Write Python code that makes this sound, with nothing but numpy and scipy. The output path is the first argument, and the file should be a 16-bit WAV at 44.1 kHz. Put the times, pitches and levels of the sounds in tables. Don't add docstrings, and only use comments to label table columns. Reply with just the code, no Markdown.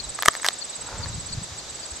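import sys
import numpy as np
from scipy import signal
from scipy.fft import rfft, irfft
from scipy.io import wavfile

SR = 44100
rng = np.random.default_rng(int(sys.argv[2]) if len(sys.argv) > 2 else 0)


def file_out(sig):
    cols = np.atleast_2d(sig).T
    lim = np.clip(cols, -1, 1)
    pcm = np.round(lim * 32767).astype(np.int16)
    wavfile.write(sys.argv[1], SR, pcm)


N = 88200
TIME = np.arange(N) / SR
BINS_HZ = np.maximum(np.arange(N // 2 + 1) * SR / N, 1)
RING_SAMPLES = SR // 10

# (frequency [Hz], level [dB], T60 [s])
LOG_MODES = [(690, -12.5, .013), (1245, -5, .012), (1750, -3, .010), (1980, -7, .009), (3280, -8, .008)]
# (frequency [Hz], relative level [dB])
SPLINTER_EQ = [(300, -22), (900, -12), (1700, -4), (2600, -5), (3400, 0), (7000, -1), (9500, -7),
               (13000, -11), (14400, -26), (16000, -36)]
# (time [s], knock [dB], snap [dB], snap pitch [Hz], log pitch [ratio], focus [Hz])
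BREAKS = [(.1876, -22, -22, 2800, 1.0, 1400), (.1900, -15, -21, 4170, .97, 1200),
          (.2238, -12, -10, 3400, .97, 1200), (.2244, -20, -10, 11500, 1.0, 1500),
          (.2250, -19, -10, 4000, 1.0, 1000), (.2325, -11, -14, 3500, 1.02, 1600),
          (.2551, -27, -15, 8000, 1.0, 1500), (.2570, -22, -16, 7060, 1.0, 1400),
          (.2586, -6, -6, 5500, 1.03, 1600), (.2600, -7, -1, 8200, 1.03, 1750),
          (.2794, -13, -6, 7400, 1.0, 1500), (.2817, -21, -12, 3500, 1.0, 1200),
          (.2835, 10, 7, 3400, 1.0, 1370), (.2842, -7, 6, 5400, 1.0, 1600),
          (.3343, -27, -22, 4500, 1.1, 1700), (.3409, -25, -21, 5000, 1.1, 1500),
          (.3519, -17, -15.5, 4400, 1.05, 1600), (.3662, -18, -22, 3970, .95, 800),
          (.3987, -23, -26, 4800, 1.1, 1900), (.4319, -23, -20, 6500, 1.0, 1700),
          (.4461, -8, -9, 6200, 1.03, 1950), (.4507, -15, -16, 6000, .97, 1700),
          (.4537, -15, -14, 4800, .95, 1600), (.4582, -20, -17, 5200, 1.0, 1800),
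          (.4631, -22, -12, 5100, 1.0, 1700), (.4642, -15, -3, 5400, .96, 1800),
          (.4656, -23, -10, 5900, .97, 1700), (.4756, -24, -16, 4200, 1.0, 1200),
          (.4795, -30, -17, 4500, 1.0, 1500), (.4864, -5, 3.5, 3750, 1.12, 600),
          (.4889, -13, -18, 3500, 1.05, 650), (.507, -25, -22, 4500, 1.1, 1300),
          (1.0593, -28, -28, 3800, 1.0, 1900)]
MODE_SPREAD_DB, MODE_DETUNE, OFF_FOCUS_DB_PER_OCT, LOG_HIGHPASS_HZ = 1.0, .01, 9, 600
SNAP_T60_S, SPLINTER_T60_S, SPLINTER_DB = .0016, .008, -15.5

def cracks():
    wood, splinters = np.zeros(N), np.zeros(N)
    for time_s, knock_db, snap_db, snap_hz, pitch_ratio, focus_hz in BREAKS:
        knock = np.zeros(RING_SAMPLES)
        for hz, db, t60_s in LOG_MODES:
            spread_db = MODE_SPREAD_DB * rng.standard_normal()
            detune = 1 + MODE_DETUNE * rng.standard_normal()
            off_focus_db = OFF_FOCUS_DB_PER_OCT * abs(np.log2(hz / focus_hz))
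            knock += from_db(db + spread_db - off_focus_db) * ring(hz * pitch_ratio * detune, t60_s)
        snap = from_db(snap_db) * ring(snap_hz, SNAP_T60_S)
        add(wood, time_s, from_db(knock_db) * knock + snap)
        spray = decay(SPLINTER_T60_S) * rng.standard_normal(RING_SAMPLES)
        add(splinters, time_s, from_db(snap_db + SPLINTER_DB) * spray)
    return highpass(wood, LOG_HIGHPASS_HZ) + colour(splinters, SPLINTER_EQ)


# (frequency [Hz], level [dB], T60 [s])
SLAB_MODES = [(400, -5, .013), (655, -15, .023)]
THUD_DB, THUD_RISE_S = -9.5, .0005

def thud():
    break_s = max(BREAKS, key=lambda row: row[1])[0]
    age = np.maximum(TIME - break_s, 0) / THUD_RISE_S
    out = -from_db(THUD_DB) * age * np.exp(1 - age)
    add(out, break_s, -struck(SLAB_MODES))
    return out


# (start [s], length [s], level [dB])
FIBRE_TEARS = [(0.222, 0.0059, -32), (0.250, .012, -34), (.277, 0.012, -31), (0.325, 0.053, -44),
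               (0.442, 0.029, -33.5), (0.472, 0.021, -38), (0.49, 0.034, -48)]
FIBRE_KNOCK_DB = -16

def tearing():
    effort = sum(from_db(db) * np.sqrt(arch(start_s, length_s)) for start_s, length_s, db in FIBRE_TEARS)
    clicks = effort * grains(rate_per_s=2000, spread_db=3.0)
    log_response = highpass(struck(LOG_MODES), LOG_HIGHPASS_HZ)
    return colour(clicks, SPLINTER_EQ) + from_db(FIBRE_KNOCK_DB) * convolve(clicks, log_response)


# (frequency [Hz], relative level [dB])
RUB_EQ = [(200, -21), (600, 0.5), (1000, -1), (1500, -1.5), (2200, -12), (4000, -19), (12000, -48)]
# (frequency [Hz], relative level [dB], T60 [s])
RUB_MODES = [(614, 0, .022), (969, 0, .025), (1390, -1, .012), (1910, -9, .012)]
RUB_DB, RUB_RING_DB = -44, -45

def slide():
    stroke = arch(start_s=.769, length_s=.39)
    crumbs = grains(rate_per_s=3000, spread_db=4.0)
    ringing = unit_rms(convolve(crumbs, struck(RUB_MODES)))
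    return stroke * (from_db(RUB_DB) * colour(crumbs, RUB_EQ) + from_db(RUB_RING_DB) * ringing)


NEAR_DB, NEAR_T60_S, SCATTER_DB, SCATTER_T60_S = -11, .0077, -28, .16

def reflections(x):
    tails = rng.standard_normal((2, RING_SAMPLES)) * decay(SCATTER_T60_S)
    near = rng.standard_normal(RING_SAMPLES) * decay(NEAR_T60_S)
    side = from_db(NEAR_DB) * highpass(convolve(x, near / np.linalg.norm(near)), cutoff_hz=2600)
    scatter = np.array([convolve(x, tail / np.linalg.norm(tail)) for tail in tails])
    return x + np.array([side, -side]) + from_db(SCATTER_DB) * scatter


# (centre [s], level [dB], pitch [Hz])
LOW_BUMPS = [(.075, -38, 55), (.945, -31, 70), (1.002, -26, 105), (1.068, -26, 90), (1.102, -28, 110),
             (1.163, -30, 105), (1.184, -27, 145), (1.312, -35, 180), (1.350, -34, 170), (1.382, -25, 120),
             (1.421, -28, 160), (1.525, -34, 90), (1.930, -34, 65)]
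# (time [s], level [dB])
RUMBLE_LEVELS = [(0, -46), (.10, -46), (.19, -58), (.33, -66), (.74, -69), (.79, -51), (.91, -49),
                 (.96, -39), (1.19, -39), (1.24, -44), (1.38, -38), (1.46, -50), (1.63, -50), (1.75, -50),
                 (1.80, -58), (1.97, -61)]
# (frequency [Hz], relative level [dB])
RUMBLE_EQ = [(20, -5), (45, -1), (70, 0), (110, 0), (180, -5), (270, -15), (500, -38), (2000, -80)]
BUMP_HALF_WIDTH_CYCLES = .8

def rumble():
    bumps = np.zeros(N)
    for centre_s, db, hz in LOW_BUMPS:
        cycles = (TIME - centre_s) * hz
        bumps += from_db(db) * gaussian(cycles / BUMP_HALF_WIDTH_CYCLES) * np.sin(2 * np.pi * cycles)
    envelope = from_db(np.interp(TIME, *np.transpose(RUMBLE_LEVELS)))
    return bumps + envelope * stereo_noise(from_db(at_bins(RUMBLE_EQ)), correlation=.75)


# (centre [s], level [dB], top pitch [Hz])
HIGH_CHIRPS = [(.045, -32, 8040), (.099, -30, 8060), (.154, -30, 8080), (.208, -30, 8080),
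               (.262, -30, 8100), (.315, -32, 8080), (.371, -31, 8030), (.425, -30, 8090),
               (.481, -31, 8080), (.537, -31, 8020), (.593, -32, 7990), (.649, -31, 8010),
               (.704, -31, 8010), (.760, -31, 7990), (.817, -31, 8000), (.872, -34, 7860),
               (.989, -35, 7740), (1.089, -33, 7900), (1.149, -33, 7880), (1.205, -32, 7940),
               (1.268, -33, 7890), (1.334, -31, 7930), (1.439, -31, 7930), (1.587, -34, 7860),
               (1.704, -34, 7850), (1.755, -34, 7870), (1.804, -34, 7860), (1.860, -34, 7900),
               (1.914, -33, 7930), (1.967, -34, 7840)]
CHIRP_HALF_WIDTH_S, CHIRP_TOP_LEAD_S, CHIRP_SAG_HZ = .0092, .00202, 360

def chirps():
    out = np.zeros(N)
    for centre_s, db, top_hz in HIGH_CHIRPS:
        t = TIME - centre_s
        from_top = (t + CHIRP_TOP_LEAD_S) / CHIRP_HALF_WIDTH_S
        hz = top_hz - CHIRP_SAG_HZ * np.minimum(from_top ** 2, 10)
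        swell = gaussian((t / CHIRP_HALF_WIDTH_S) ** 2)
        out += from_db(db) * np.sqrt(2) * swell * np.sin(2 * np.pi * np.cumsum(hz) / SR)
    return panned(out, pan_db=-3.2)


# (centre [s], level [dB], pitch [Hz], left minus right [dB])
BIRD_NOTES = [(.001, -32, 4440, 9), (.046, -38, 4030, -5), (.389, -42, 3910, -5), (.623, -32, 4460, 8),
              (.690, -45, 3820, -2), (.738, -39, 3940, -7), (1.039, -31, 4490, 8), (1.135, -42, 3920, -7),
              (1.295, -39, 4380, 8), (1.333, -32, 4470, 8), (1.595, -40, 4400, 7), (1.688, -41, 3930, -4),
              (1.840, -36, 4540, 8)]
NOTE_HALF_WIDTH_S, NOTE_FALL_HZ_PER_S, FLUTTER_HZ, FLUTTER_DEPTH = .0098, 16000, 260, .2

def birds():
    out = np.zeros((2, N))
    lowpass = signal.butter(2, FLUTTER_HZ, fs=SR, output="sos")
    for centre_s, db, hz, pan_db in BIRD_NOTES:
        t = TIME - centre_s
        swell = gaussian(t / NOTE_HALF_WIDTH_S)
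        flutter = 1 + FLUTTER_DEPTH * unit_rms(signal.sosfilt(lowpass, rng.standard_normal(N)))
        tone = np.sqrt(2) * np.sin(2 * np.pi * t * (hz - NOTE_FALL_HZ_PER_S * t / 2))
        out += panned(from_db(db) * swell * flutter * tone, pan_db)
    return out


# (frequency [Hz], relative level [dB])
HISS_EQ = [(20, -12), (120, -4.5), (260, -2.5), (600, 0.5), (1100, -2), (2000, -4.5), (2900, -5.5),
           (3800, -3), (4800, 0.5), (5400, -3), (6100, -2.5), (6700, 0.5), (7600, 0), (8200, -6),
           (9000, -14), (10400, -22), (13200, -25.5), (14100, -55)]
# (frequency [Hz], left-right correlation [ratio])
HISS_CORRELATION = [(100, 0.96), (1000, 0.64), (2500, 0.35), (5000, .5), (8000, 0.18), (11000, 0.05)]
# (frequency [Hz], half-width [Hz], level [dB])
INSECT_DRONES = [(3550, 22, -55.5), (3878, 40, -53.5), (5970, 29, -55)]
HISS_DB = -39

def air_and_insects():
    correlation = at_bins(HISS_CORRELATION)
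    drones = np.zeros((2, N))
    for hz, half_width_hz, db in INSECT_DRONES:
        band = 1 / (1 + ((BINS_HZ - hz) / half_width_hz) ** 2)
        drones += from_db(db) * stereo_noise(band, correlation)
    return from_db(HISS_DB) * stereo_noise(from_db(at_bins(HISS_EQ)), correlation) + drones


def from_db(db):
    return 10 ** (np.asarray(db) / 20)


def unit_rms(x):
    return x / np.sqrt(np.mean(x ** 2) + 1e-20)


def at_bins(points):
    hz, value = np.transpose(points)
    return np.interp(np.log(BINS_HZ), np.log(hz), value)


def colour(x, spectrum):
    gain = unit_rms(from_db(at_bins(spectrum)))
    cepstrum = irfft(np.log(gain), N)
    cepstrum[1:N // 2] *= 2
    cepstrum[N // 2 + 1:] = 0
    return irfft(rfft(x) * np.exp(rfft(cepstrum)), N)


def highpass(x, cutoff_hz):
    return signal.sosfilt(signal.butter(3, cutoff_hz, "high", fs=SR, output="sos"), x)


def convolve(x, response):
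    return signal.fftconvolve(x, response)[:N]


def arch(start_s, length_s):
    return np.sin(np.pi * np.clip((TIME - start_s) / length_s, 0, 1)).clip(0)


def gaussian(x):
    return np.exp(-np.minimum(x ** 2, 20))


def decay(t60_s):
    return np.exp(-np.log(1000) * TIME[:RING_SAMPLES] / t60_s)


def ring(hz, t60_s):
    return decay(t60_s) * np.sin(2 * np.pi * hz * TIME[:RING_SAMPLES])


def struck(modes):
    return sum(from_db(db) * ring(hz, t60_s) for hz, db, t60_s in modes)


def add(out, time_s, sound):
    start = max(int(time_s * SR), 0)
    out[start:start + len(sound)] += sound[:N - start]


def grains(rate_per_s, spread_db):
    sizes = from_db(spread_db * np.minimum(rng.exponential(1, N), 4))
    hits = rng.random(N) < rate_per_s / SR
    return unit_rms(hits * sizes * rng.choice([-1, 1], N))


def panned(x, pan_db, lead_s_per_db=.00001):
    sides = zip(np.broadcast_to(x, (2, N)), (pan_db / 2, -pan_db / 2))
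    return np.array([from_db(db) * np.interp(TIME + lead_s_per_db * db, TIME, y) for y, db in sides])


def stereo_noise(gain, correlation):
    mid, side = rfft(rng.standard_normal((2, N))) * gain
    spectra = np.sqrt(1 + correlation) * mid + np.sqrt(1 - correlation) * np.array([side, -side])
    return unit_rms(irfft(spectra, N))


def scene():
    wood = reflections(cracks() + tearing() + slide()) + thud()
    return panned(wood, pan_db=-.6) + chirps() + birds() + air_and_insects() + rumble()


CLIP_LEVEL, CUTOFF_HZ = 1.0, 16300

def record(dry):
    lowpass = signal.cheby2(12, 70, CUTOFF_HZ, fs=SR, output="sos")
    return signal.sosfilt(lowpass, np.clip(dry, -CLIP_LEVEL, CLIP_LEVEL))


dry = scene()
out = record(dry)
file_out(out)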